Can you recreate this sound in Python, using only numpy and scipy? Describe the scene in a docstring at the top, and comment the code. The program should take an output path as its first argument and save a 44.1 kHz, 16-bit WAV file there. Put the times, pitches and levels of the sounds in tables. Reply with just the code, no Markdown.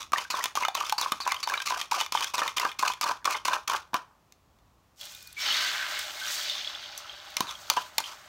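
"""A fork beats eggs in a thin bowl close to the microphone: noise slips, ringing wall modes and short gliding tones
make its knocks, scrapes and slosh, stroke by stroke.
A drip, then the whole egg, meets hot oil in a pan: random bubble rings, spits and whistles make the sizzle.
At last the fork scrapes the bowl out. A small kitchen answers with decaying noise echoes;
the gas flame and the house murmur below as soft coloured noise."""
import sys
import numpy as np
from scipy import signal
from scipy.fft import rfft, irfft
from scipy.io import wavfile

SR = 44100
rng = np.random.default_rng(int(sys.argv[2]) if len(sys.argv) > 2 else 0)


def put_to_file(sound):
    """Save the sound as 16-bit audio at rate SR, in the file named by the first command-line argument."""
    columns = np.atleast_2d(sound).T  # one column per channel
    safe = np.clip(columns, -1, 1)
    whole_steps = np.round(safe * 32767)
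    wavfile.write(sys.argv[1], SR, whole_steps.astype(np.int16))


N = 365148   # samples

# modes of the bowl wall: pitch_hz, relative level_db, t60_s (stretched a little under sloshing egg)
BOWL_WALL = [(203.7, 2.5, 0.009), (333, -9.5, 0.0091), (627, -11.5, 0.025), (792, -8.5, 0.039),
             (939, -7, 0.05), (1120, -2.5, 0.026), (1550, 0, 0.014), (1830, -12.5, 0.025),
             (2110, -14, 0.035), (2390, -12.5, 0.053), (3000, -13.5, 0.048), (3330, -16, 0.034),
             (3620, -9.5, 0.04), (4300, -2.5, 0.011), (4700, -9.5, 0.01), (5324, -13, 0.04),
             (6090, -1.5, 0.0075), (6820, -3.5, 0.0082), (9130, -14.5, 0.018)]
# colour of tines dragging on the wall: frequency_hz, gain_db
SCRAPE_COLOUR = [(710, -27), (1200, 0), (1590, -20), (1870, -16), (2510, -5.5), (3180, -14), (6100, -11.5),
                 (7910, -22), (16000, -29.5)]
# a drip, then the pour, fry in the oil: time_s, small_bubbles_db, middle_bubbles_db, hiss_db (before mixing trims)
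FRYING_LEVELS = [(4.96, -79, -84, -77), (5.012, -43.5, -58, -55), (5.25, -57.5, -61, -64.5),
                 (5.355, -56.5, -60, -70), (5.4, -33.5, -41, -50.5), (5.47, -27.5, -32, -48.5),
                 (5.66, -27.5, -31, -48.5), (5.82, -40, -32.5, -52.5), (5.99, -35, -35, -51),
                 (6.14, -43, -44.5, -56.5), (6.29, -35, -36, -47), (6.49, -32, -46, -58),
                 (6.82, -42.5, -50.5, -67.5), (7.1, -47, -50, -68.5), (7.6, -51.5, -54.5, -62.5),
                 (7.8, -46.5, -53, -59.5), (7.93, -63, -53.5, -67.5), (8.09, -46.5, -56, -62.5),
                 (8.28, -74, -53, -68.5)]
COMMON_HZ = 3400   # usual pitch of the commonest bubble


def amp(db):
    """Decibels to a linear factor."""
    return 10 ** (np.asarray(db) / 20)


def rms_one(x):
    """Scale to an rms of 1."""
    return x / np.sqrt(np.mean(x ** 2) + 1e-20)


def in_time(rows):
    """Columns joined by straight lines; silence before the first row."""
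    s, *columns = np.transpose(rows)
    return [np.interp(np.arange(N) / SR, s, column, left=-200) for column in columns]


def colour(x, points):
    """Causal minimum-phase filter whose gain follows a table of frequency_hz, gain_db."""
    hz, db = np.transpose(points)
    grid = np.linspace(1, SR / 2, 1025)
    gain_db = np.interp(np.log(grid), np.log(hz), np.maximum(db, -70))
    cepstrum = irfft(gain_db * np.log(10) / 20)
    cepstrum[1:1024] *= 2      # folding the cepstrum gives minimum phase
    cepstrum[1025:] = 0
    impulse = irfft(np.exp(rfft(cepstrum)))
    return signal.oaconvolve(x, impulse)[:N]


def band(x, low_hz, high_hz, order=2):
    """Butterworth band-pass."""
    return signal.sosfilt(signal.butter(order, [low_hz, high_hz], "band", fs=SR, output="sos"), x)


def drift(rate):
    """Slow random wander of rms 1, made at SR / 40 and joined up; a higher rate (Hz) wanders faster."""
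    r = np.exp(-80 * np.pi * rate / SR)
    noise = rng.standard_normal(N // 40 + 2002)
    slow = signal.lfilter([1], [1, -2 * r, r * r], noise)[2000:]   # drop the settling
    return np.interp(np.arange(N) / 40, np.arange(len(slow)), rms_one(slow))


def ring(clicks, hz, t60):
    """Two-pole resonance: a unit click sets a dying sine of height 1 ringing."""
    r, w = amp(-60 / (t60 * SR)), 2 * np.pi * hz / SR
    return signal.lfilter([0, np.sin(w)], [1, -2 * r * np.cos(w), r * r], clicks + 1e-18)


def grains(per_s, spread_db):
    """Random clicks of either sign, their sizes spread exponentially in dB."""
    sizes = amp(spread_db * np.minimum(rng.exponential(1, N), 5)) * rng.choice([-1, 1], N)
    return sizes * (rng.random(N) < per_s / SR)


def blips(rows, t60, rise_s, glide):
    """Short dying tones (time_s, level_db, pitch_hz), each gliding up as its pocket of air shrinks."""
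    t = np.arange(SR // 20) / SR
    out = np.zeros(N + len(t))
    shape = (1 - np.exp(-t / rise_s)) * amp(-60 * t / t60)
    for s, db, hz in rows:
        at = round(s * SR)
        out[at:at + len(t)] += amp(db) * shape * np.sin(2 * np.pi * hz * t * (1 + glide * t))
    return out[:N]


def sing(x, hz, width_hz):
    """Resonance with a moving centre: shift down by the centre, low-pass twice, shift back; rms 1."""
    turn = np.exp(2j * np.pi * np.cumsum(hz) / SR)
    r = np.exp(-np.pi * width_hz / SR)
    return rms_one(np.real(turn * signal.lfilter([1], [1, -2 * r, r * r], x / turn)))


def dying_noise(clicks, noise, t60):
    """Each click opens a burst of noise that dies away exponentially."""
    envelope = signal.lfilter([1], [1, -amp(-60 / (t60 * SR))], clicks + 1e-18)
    return envelope * noise


def murmur():
    """Flame and house: soft noise whose bass comes in lumps."""
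    # frequency_hz, gain_db
    murmur_colour = [(15, -45), (25, -29), (43, -12), (71, -6), (133, -13.5), (183, -14.5), (240, -19),
                     (389, -20.5), (440, -23.5), (520, -22), (1140, -20.5), (1530, -29), (7000, -37),
                     (9000, -42.5), (15500, -41)]
    noise = rms_one(colour(rng.standard_normal(N), murmur_colour))
    bass = signal.lfilter(*signal.butter(1, 200, fs=SR), noise)
    return amp(-64) * (noise - bass + amp(1.9 * drift(4.8)) * bass)


def sweep():
    """Slosh, scrape and squeak in dB and squelch pitch in Hz, shaped by how each stroke lands, slops and lifts."""
    # strokes along the wall: start_s, contact_s, egg_slops_after_s, slosh_db, scrape_db (before mixing trims),
    # squeak_on_landing_db, squelch_at_start_hz, squelch_at_slop_hz
    stroke_rows = [(0, 0.046, 0.0042, -34, -40.5, -1, 3700, 3600),
                   (.131, 0.087, .05, -23.5, -30.5, 1, 2600, 2000),
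                   (0.302, 0.15, 0.076, -20, -27, 9.5, 4300, 2950),
                   (0.554, 0.096, 0.073, -24.5, -31, 0, 3100, 2450),
                   (0.745, 0.15, 0.042, -22.5, -29.5, 8, 3940, 2750),
                   (0.98, .11, 0.065, -25.5, -33, 15, 4560, 3100),
                   (1.118, 0.0062, 0.0076, -22, -33, 4, 3930, 3500),
                   (1.204, 0.2, 0.084, -25, -34.5, 20.5, 4500, 2330),
                   (1.427, .19, 0.092, -26, -31.5, 12, 4340, 2380),
                   (1.654, 0.18, 0.1, -25.5, -30.5, 5, 4300, 2800),
                   (1.911, .11, 0.069, -24, -27, -15, 3500, 2700),
                   (2.121, 0.15, 0.079, -23, -29, 10.5, 3300, 3000),
                   (2.336, 0.16, .08, -18.5, -30, -2, 4880, 2410),
                   (2.565, .13, 0.053, -17, -31, 5, 3100, 2600),
                   (2.787, 0.12, 0.074, -22, -29, -4, 5050, 2420),
                   (3.012, 0.1, 0.069, -16.5, -29, -2.5, 4850, 2620),
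                   (3.25, 0.11, 0.049, -18, -30, -1.5, 3370, 2300),
                   (3.449, 0.11, 0.078, -18.5, -29.5, -1, 4470, 2470),
                   (3.675, 0.089, .06, -16, -28.5, -0.5, 3370, 2850),
                   (3.94, 0.0068, 0.0067, -16, -34.5, 4.5, 3400, 2600),
                   (7.365, 0.044, 0.1, -22, -37, 3, 4020, 3000),
                   (7.468, 0.064, .03, -32, -36, 7, 3900, 3400),
                   (7.702, 0.0058, 0.0056, -23, -34, 0, 4700, 4600),
                   (7.764, 0.038, 0.0076, -23.5, -33, 4, 3000, 2830),
                   (7.982, 0.022, .005, -33, -39, 0, 3620, 3600),
                   (8.04, 0.084, 0.077, -32, -37.5, 15, 3120, 3070)]
    attack_s, bite_db, bite_s = 0.0033, 11, 0.011   # the tines land fast and bite harder at first
    drag_db_per_s, lift_db_per_s = 29.5, 328        # the scrape eases in contact, dies after the lift
    # the slosh swells to the slop, ebbs, drains after the lift
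    swell_db_per_s, ebb_db_per_s, drain_db_per_s = 200.5, 135, 306
    drip_db, drip_db_per_s = -20, 108.5             # egg runs back down the wall, this far under the slosh
    squeak_s = 0.05                                 # the squelch stands out while the tines dig in
    gulp_db, gulp_s = 3.5, 0.02                     # and again as the egg slops
    lift_hz = 3500.                                 # the squelch returns to this as the fork leaves

    slosh_db, scrape_db = np.full((2, N), -200.)
    squeak_db, sing_hz = np.zeros(N), np.full(N, lift_hz)
    for start_s, contact_s, slop_s, top_db, drag_db, dig_db, first_hz, slop_hz in stroke_rows:
        start = round(start_s * SR)
        at = slice(start, min(start + SR // 2, N))
        t = np.arange(at.stop - at.start) / SR
        landing_db = 20 * np.log10(np.minimum(t / attack_s, 1) + 1e-9)
        lifted_s = np.maximum(t - contact_s, 0)
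        scrape = drag_db + bite_db * np.exp(-t / bite_s) - drag_db_per_s * t - lift_db_per_s * lifted_s
        fall_db = np.maximum(swell_db_per_s * (slop_s - t), ebb_db_per_s * (t - slop_s))
        slosh = top_db - fall_db - drain_db_per_s * lifted_s
        slosh = np.maximum(slosh, top_db + drip_db - drip_db_per_s * np.abs(t - contact_s))
        scrape_db[at] = np.maximum(scrape_db[at], scrape + landing_db)
        slosh_db[at] = np.maximum(slosh_db[at], slosh + landing_db)
        dig = dig_db * np.exp(-(t / squeak_s) ** 2)
        squeak_db[at] = dig + gulp_db * np.exp(-((t - slop_s) / gulp_s) ** 2)
        turns_s = [0, slop_s / 4, slop_s, max(contact_s, slop_s) + 0.033]
        sing_hz[at] = np.interp(t, turns_s, [first_hz, first_hz, slop_hz, lift_hz])
    return slosh_db, scrape_db, squeak_db, sing_hz


def strokes(slosh_db, scrape_db, squeak_db, sing_hz):
    """Dense slips of the tines hiss and sing with the wet spot; sloshing egg shakes the low modes and pops."""
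    # pockets of air pop in the egg: time_s, level_db, pitch_hz
    pop_rows = [(0.1596, -15, 1820), (0.1838, -18, 2990), (0.2503, -26.5, 1540), (0.408, -21.5, 1900),
                (0.6344, -17.5, 2120), (0.854, -26, 3540), (1.3029, -22, 2300), (1.3159, -14, 2050),
                (1.365, -22, 3100), (1.54, -14.5, 2300), (1.5544, -22, 1620), (1.5763, -19, 3840),
                (1.6064, -28, 1550), (1.6781, -24, 2110), (1.7606, -22.5, 1540), (2.0144, -23.5, 3460),
                (2.2694, -23, 3330), (2.421, -19, 1780), (2.438, -25, 1790), (2.5994, -19, 2025),
                (2.6528, -15, 1560), (2.689, -28, 2460), (2.8494, -16, 1560), (2.8638, -28.5, 2480),
                (3.0405, -36, 1680), (3.0656, -22, 1600), (3.0924, -33, 1590), (3.3444, -19.5, 2100),
                (3.385, -32, 3100), (3.515, -20, 1540), (3.5332, -18.5, 1600), (3.7438, -16.5, 1570),
                (8.0586, -30, 3180)]
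    slips = grains(2500, spread_db=1.5) * amp(4.76 * drift(48))
    squelch = amp(3.5 * drift(30)) * sing(slips, sing_hz, width_hz=700)
    overtone = amp(4 * drift(20) - 7) * sing(slips, 1.55 * sing_hz, width_hz=800)
    hiss = amp(-5) * rms_one(colour(slips, SCRAPE_COLOUR))
    scrape = hiss + amp(-17.5) * (amp(squeak_db) * squelch + overtone)

    lumps = grains(700, spread_db=2.5) * amp(2.5 * drift(60))
    slosh = np.zeros(N)
    for k, (hz, db, t60) in enumerate(BOWL_WALL[1:8]):
        slosh += amp(db) * ring(lumps, hz, 1.1 * t60) * (-1) ** k
    glop_hz = 1150 * 2 ** (0.22 * drift(21.7))   # pockets of air in the egg change size
    glop = sing(lumps, glop_hz, width_hz=373)
    pops = blips(pop_rows, t60=0.025, rise_s=0.0012, glide=1.1)
    return amp(slosh_db - 14) * (rms_one(slosh) + glop) + amp(scrape_db) * scrape + pops


def kitchen(x):
    """Room answer: dense, dulled noise echoes that die away, starting 4 ms after the sound."""
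    t60_s, level_db, cut_hz = 0.24, -15, 7600
    t = np.arange(SR // 2) / SR
    echoes = rng.standard_normal(len(t)) * amp(-60 * t / t60_s) * (t > 0.004)
    echoes = signal.lfilter(*signal.butter(1, cut_hz, fs=SR), echoes)
    return amp(level_db) * signal.oaconvolve(x, echoes / np.linalg.norm(echoes))[:N]


def knocks(sing_hz):
    """Tines hit the bowl: steel tick, wall modes at fresh strengths, clink at the wet spot, thud of the hollow."""
    # time_s, thud_db, hollow_pitch_hz, wall_db, tick_db, thump_db (levels before mixing trims)
    knock_rows = [(0.12, -27.5, 1280, -48, -32, -33), (0.134, -7, 1175, -21, -30, -35),
                  (0.182, -23, 977, -17, -26, -56), (0.302, -23, 1020, -25, -30, -35),
                  (0.342, -15, 1056, -45, -44, -48), (0.44, -31, 1000, -16.5, -14.5, -54),
                  (0.457, -22, 1060, -14.5, -22.5, -58), (0.554, -23.5, 850, -24, -24, -52),
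                  (0.573, -12.5, 1120, -43, -28, -48), (0.611, -22, 985, -32, -48, -56),
                  (0.624, -14, 960, -24, -33, -38), (0.65, -12.5, 1257, -14.5, -24.5, -54),
                  (0.683, -13.5, 786, -17, -24, -46), (0.751, -14.5, 1067, -20, -20.5, -49),
                  (0.81, -15, 1177, -52, -38, -47), (0.837, -22.5, 1210, -57, -71, -65),
                  (0.896, -29, 1530, -18, -22.5, -54), (0.924, -10.5, 860, -23, -19.5, -55),
                  (0.983, -21, 982, -30, -26, -59), (1.013, -19.5, 964, -71, -19.5, -50),
                  (1.032, -21, 1110, -70, -44, -52), (1.06, -16.5, 1070, -39, -52, -63),
                  (1.12, -17, 1170, -16, -18.5, -21), (1.203, -23.5, 1080, -28, -35, -47),
                  (1.216, -30, 1140, -32, -41, -60), (1.265, -16, 1030, -45, -50, -52),
                  (1.276, -12.5, 1000, -33, -24, -49), (1.32, -15, 1080, -15.5, -20.5, -36),
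                  (1.344, -20, 1080, -22, -31, -54), (1.428, -36, 1400, -33, -53, -50),
                  (1.438, -42, 1010, -23, -44, -58), (1.474, -16, 940, -18.5, -29, -53),
                  (1.498, -18, 1620, -40, -25.5, -52), (1.52, -19.5, 1114, -32, -40, -61),
                  (1.538, -16.5, 1385, -20, -28, -53), (1.575, -22, 1160, -21.5, -38, -48),
                  (1.602, -24, 1550, -21, -33, -65), (1.659, -26, 1114, -40, -31, -53),
                  (1.706, -14, 957, -40, -50, -48), (1.722, -14, 990, -28, -36, -48),
                  (1.814, -38, 905, -15, -22.5, -61), (1.913, -39, 1055, -38, -33, -59),
                  (1.92, -11.5, 944, -43, -80, -52), (1.942, -15.5, 1113, -27, -39, -48),
                  (2.011, -19.5, 890, -15, -21, -48), (2.063, -31, 1090, -23.5, -32.5, -67),
                  (2.123, -23, 1060, -28.5, -19.5, -44), (2.15, -10.5, 936, -39, -36, -52),
                  (2.173, -19.5, 1150, -14, -36.5, -45), (2.208, -19, 1120, -32, -24.5, -56),
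                  (2.244, -26, 1560, -20, -23.5, -55), (2.341, -16.5, 1000, -49, -26, -61),
                  (2.381, -15.5, 970, -18, -25, -59), (2.418, -13.5, 1240, -25, -34.5, -52),
                  (2.478, -36.5, 1020, -12, -24, -55), (2.568, -32.5, 1090, -38, -25, -48),
                  (2.582, -34.5, 1140, -11, -25.5, -49), (2.598, -18, 1030, -26, -20.5, -49),
                  (2.651, -13, 1190, -27, -30.5, -51.5), (2.664, -20.5, 985, -40, -65, -49.5),
                  (2.716, -41, 1100, -22.5, -39, -69), (2.793, -30.5, 1090, -69, -22.5, -32),
                  (2.826, -11.5, 960, -31, -28, -44.5), (2.832, -8, 1036, -39, -38.5, -52),
                  (2.863, -16, 1245, -26, -40, -56), (2.874, -21, 970, -51, -34, -51),
                  (2.9, -15.5, 1000, -33, -38, -49.5), (2.936, -50.5, 956, -25, -32, -64),
                  (3.012, -22.5, 985, -50, -19.5, -51), (3.032, -18, 1200, -17, -36.5, -46),
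                  (3.041, -19, 950, -22, -26, -34), (3.064, -16, 1130, -37, -36.5, -32.5),
                  (3.093, -18.5, 1240, -33, -42, -53), (3.113, -16, 986, -43, -49.5, -57),
                  (3.245, -39, 1140, -28, -33.5, -44), (3.255, -14, 1086, -17.5, -19, -46),
                  (3.276, -11, 1124, -53, -46.5, -52), (3.308, -20.5, 1030, -49, -24.5, -49),
                  (3.35, -30, 1110, -22, -40.5, -56), (3.455, -15, 1130, -37, -35, -47.5),
                  (3.482, -11, 1005, -18, -27.5, -49), (3.497, -34, 1130, -30.5, -34, -42),
                  (3.532, -12.5, 1040, -16.5, -29, -46), (3.678, -40, 1060, -25.5, -25, -46),
                  (3.698, -13.5, 1076, -20, -23.5, -35), (3.735, -29, 950, -19, -30, -53),
                  (3.933, -23.5, 916, -36, -49, -26), (3.943, -11, 1020, -21, -26, -22.5),
                  (4.323, -67, 1180, -55, -43.5, -69), (4.514, -61, 724, -71, -75, -63.5),
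                  (4.587, -67, 1220, -57, -61, -58), (7.342, -49, 1490, -40, -45, -50),
                  (7.368, -28, 950, -14.5, -17, -37), (7.406, -12, 1037, -17, -18, -16),
                  (7.7, -15, 920, -15.5, -9, -55), (7.737, -28, 1000, -40, -32, -44),
                  (7.771, -12, 994, -31, -50, -50), (7.778, -14.5, 970, -30, -41, -50),
                  (7.982, -15.5, 906, -13.5, -12, -39), (8.003, -20.5, 930, -39, -26, -60)]
    # how hard thump, thud, wall and tick drive their share of the wall modes: four drives_db
    mode_drive_db = (-0.5, -11, -3.5, -2)
    s, thud_db, hollow_hz, wall_db, tick_db, thump_db = np.transpose(knock_rows)
    at = np.round(s * SR).astype(int)
    chance = rng.standard_normal((len(s), len(BOWL_WALL)))
    modes, tick = np.zeros(N), np.zeros(N)
    for k, (hz, db, t60) in enumerate(BOWL_WALL):
        clicks = np.zeros(N)
        part = np.searchsorted([500, 1600, 4200], hz)   # thump lowest, then thud, wall, tick
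        force_db = (thump_db, thud_db, wall_db, tick_db)[part] + mode_drive_db[part]
        clicks[at] = amp(force_db + db + 1.37 * chance[:, k]) * np.sign(chance[:, k - 1])
        modes += ring(clicks, hz, t60)
    tick[at] = amp(tick_db)
    # a bright snap over a slightly longer burst of scrape-coloured noise
    snap = dying_noise(tick, rng.standard_normal(N), t60=0.011)
    snap = amp(-4.5) * band(snap, 4200, 20000)
    burst = dying_noise(tick, colour(rng.standard_normal(N), SCRAPE_COLOUR), t60=0.017)
    thud = blips(zip(s, thud_db, hollow_hz), t60=0.025, rise_s=0.0018, glide=0.49)
    clink = blips(zip(s, wall_db, sing_hz[at]), t60=0.02, rise_s=0.0012, glide=0.3)
    return modes + snap + amp(12) * burst + amp(3) * thud + amp(-6.5) * clink


def frying():
    """Levels in dB of big, middle and small bubbles and hiss, and the commonest bubble's pitch in Hz."""
    # big bubbles start where egg lands and thin out: lands_s, builds_up_over_s, level_db, fade_db_per_s
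    landing_rows = [(4.975, .04, -51, 67), (5.37, 0.096, -43.5, 3.5)]
    # the hiss flares and the commonest bubble's pitch jumps up: time_s, hiss_db, decay_s
    flare_rows = [(5.99, -61, 0.027), (6.3, -51, 0.14), (6.983, -58, 0.023)]
    flare_hz = 5100
    small_db, middle_db, hiss_db = in_time(FRYING_LEVELS)
    t, big, hiss, flaring = np.arange(N) / SR, 1e-10, amp(hiss_db), 0
    for lands_s, builds_s, db, fade_db in landing_rows:
        build = np.clip((t - lands_s) / builds_s, 0, 1) ** 2
        big = big + build * amp(db - fade_db * np.maximum(t - lands_s, 0))
    for s, db, decay_s in flare_rows:
        flare = (t > s) * np.exp(-np.maximum(t - s, 0) / decay_s)
        hiss = hiss + amp(db) * flare
        flaring = flaring + flare
    common_hz = COMMON_HZ + (flare_hz - COMMON_HZ) * flaring
    return 20 * np.log10(big), middle_db, small_db, 20 * np.log10(hiss), common_hz


def bubbles(low_hz, high_hz, per_s, cycles, spread_db):
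    """Steam bubbles burst at random and ring a few cycles, their pitches spread over a range; rms 1."""
    # colour of the frying: frequency_hz, gain_db
    fry_colour = [(180, -78), (300, -3), (528, -25.5), (593, -2), (801, -15), (994, -6.5), (1510, -1),
                  (1690, -1), (2320, -4.5), (3030, -3), (4440, 1.5), (6740, -4.5), (10400, -19.5),
                  (14700, -13.5), (16000, -18)]
    bursts = grains(per_s * amp(2.5 * drift(20)), spread_db)
    dealt = rng.integers(0, 8, N)   # which of eight pitches each burst takes
    rings = np.zeros(N)
    for k, hz in enumerate(np.geomspace(low_hz, high_hz, 8)):
        rings += ring(bursts * (dealt == k), hz, cycles / hz) * np.sqrt(hz)
    return rms_one(band(colour(rings, fry_colour), 0.86 * low_hz, min(1.6 * high_hz, 20000)))


def pan_modes(big_db, middle_db, small_db):
    """Noise rings the pan's modes, each as loud as the bubbles in its range."""
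    # pitch_hz, relative level_db, t60_s
    pan_rows = [(581, -13, 0.092), (820, 3, 0.069), (1550, -6.5, 0.048), (2174, -2.5, 0.12),
                (3000, -4.5, 0.055), (3500, -1.5, 0.0073), (4290, -8, 0.11)]
    out = np.zeros(N)
    for hz, db, t60 in pan_rows:
        drive_db = big_db if hz < 1250 else middle_db if hz < 2200 else small_db
        mode = rms_one(ring(rng.standard_normal(N), hz, t60))
        out += amp(db + 2.6 * drift(16)) * mode * amp(drive_db)
    return out


def loud_spits():
    """The loudest spits of fat: a gliding tone with a bright crack of noise."""
    # time_s, tone_db, pitch_hz, crack_db (levels before mixing trims)
    spit_rows = [(5.012, -19.5, 3350, -34), (5.0544, -29, 4330, -35), (5.1214, -28, 3420, -39),
                 (5.149, -25, 3620, -35), (5.226, -32, 5270, -37.5), (5.2729, -27, 4300, -35),
                 (5.3275, -35, 3660, -36), (5.4834, -13, 2970, -41), (5.5246, -11, 3220, -31),
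                 (5.5434, -5.5, 3700, -40), (5.5694, -9, 4230, -45), (5.991, -26, 3320, -24.5),
                 (6.1994, -19, 3720, -51), (6.2794, -13.5, 5770, -48), (6.3785, -15, 4580, -43),
                 (6.412, -14, 3230, -46), (6.4973, -6, 3600, -36), (6.611, -16, 3460, -52),
                 (6.6464, -13.5, 3330, -49), (6.6743, -9.5, 3370, -57), (6.7497, -13.5, 3450, -54),
                 (6.838, -20, 3150, -51), (6.8576, -22, 3200, -62), (6.9773, -20, 6080, -28.5),
                 (7.0956, -16.5, 3190, -57), (7.1332, -28, 3270, -64), (7.3028, -33, 3730, -42),
                 (7.553, -19.5, 3240, -55)]
    s, tone_db, hz, crack_db = np.transpose(spit_rows)
    crack = np.zeros(N)
    crack[np.round(s * SR).astype(int)] = amp(crack_db)
    crack = dying_noise(crack, rng.standard_normal(N), t60=0.02)
    tones = blips(zip(s, tone_db, hz), t60=0.026, rise_s=0.00022, glide=0.83)
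    return amp(-11) * tones + amp(-2) * band(crack, 5000, 19000)


def stray_spits(small_db):
    """Smaller, sharper spits at random through the frying, their level following the small bubbles."""
    count, above_small_db, top_db, spread_db = 330, 15, -23, 5
    where, size, pitch = rng.random((count, 3)).T
    first_s = FRYING_LEVELS[0][0]
    s = first_s + where * (N / SR - first_s)
    level_db = np.minimum(small_db[(s * SR).astype(int)] + above_small_db, top_db)
    level_db = level_db + spread_db * np.log(size + 1e-3)
    hz = COMMON_HZ * 2 ** (0.45 * pitch - 0.2)
    return blips(zip(s, level_db, hz), t60=0.005, rise_s=0.0001, glide=2.5)


def whistles():
    """Steam squeezing out under the egg: narrow, unsteady tones of ringing noise that swell and fade."""
    # start_s, end_s, pitch_hz, level_db
    whistle_rows = [(5.02, 5.39, 2447, -63), (5.08, 5.36, 1478, -70), (5.36, 5.466, 2275, -41.5),
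                    (5.4, 5.434, 5450, -37.5), (5.45, 5.523, 3000, -32), (5.47, 5.617, 4290, -39),
                    (5.56, 5.707, 1550, -38.5), (5.72, 5.925, 1542, -42), (6.21, 6.276, 1550, -39),
                    (6.49, 6.6, 3524, -39.5)]
    out = np.zeros(N)
    for start_s, end_s, hz, db in whistle_rows:
        a, b = round(start_s * SR), round(end_s * SR)
        tone = ring(rng.standard_normal(b - a), hz, 1.5 * (end_s - start_s))   # the longer, the steadier
        out[a:b] += amp(db) * signal.windows.tukey(b - a, 0.2) * rms_one(tone)
    return out


def sizzle():
    """Four sizes of bubble, the commonest size standing out, the singing pan, spits of fat and whistles."""
    big_db, middle_db, small_db, hiss_db, common_hz = frying()
    big = amp(big_db - 3) * bubbles(467, 1530, 1500, cycles=12.6, spread_db=4)
    middle = amp(middle_db - 3) * bubbles(1130, 3160, 2500, cycles=3.7, spread_db=-0.5)
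    small = amp(small_db - 5) * bubbles(2055, 6250, 4000, cycles=33, spread_db=-1)
    common = amp(small_db - 10.5) * sing(grains(400, spread_db=-0.5), common_hz, width_hz=2200)
    hiss = amp(hiss_db + 8) * bubbles(7000, 19000, 9000, cycles=3, spread_db=2.5)
    pan = amp(-13) * pan_modes(big_db, middle_db, small_db)
    spits = loud_spits() + stray_spits(small_db)
    return big + middle + small + common + hiss + pan + spits + whistles()


def scene():
    """Bowl and pan close by, the kitchen's answer around them, the murmur beneath."""
    *levels, sing_hz = sweep()
    near = knocks(sing_hz) + strokes(*levels, sing_hz) + sizzle()
    # small things radiate no bass
    near = signal.sosfilt(signal.butter(2, 220, "high", fs=SR, output="sos"), near)
    return (near + kitchen(near) + murmur())[None]


def record(dry):
    """The microphone signal loses its top: a steep low-pass at 15.8 kHz."""
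    return signal.sosfilt(signal.ellip(10, 0.5, 70, 15800, fs=SR, output="sos"), dry)


dry = scene()
out = record(dry)
put_to_file(out)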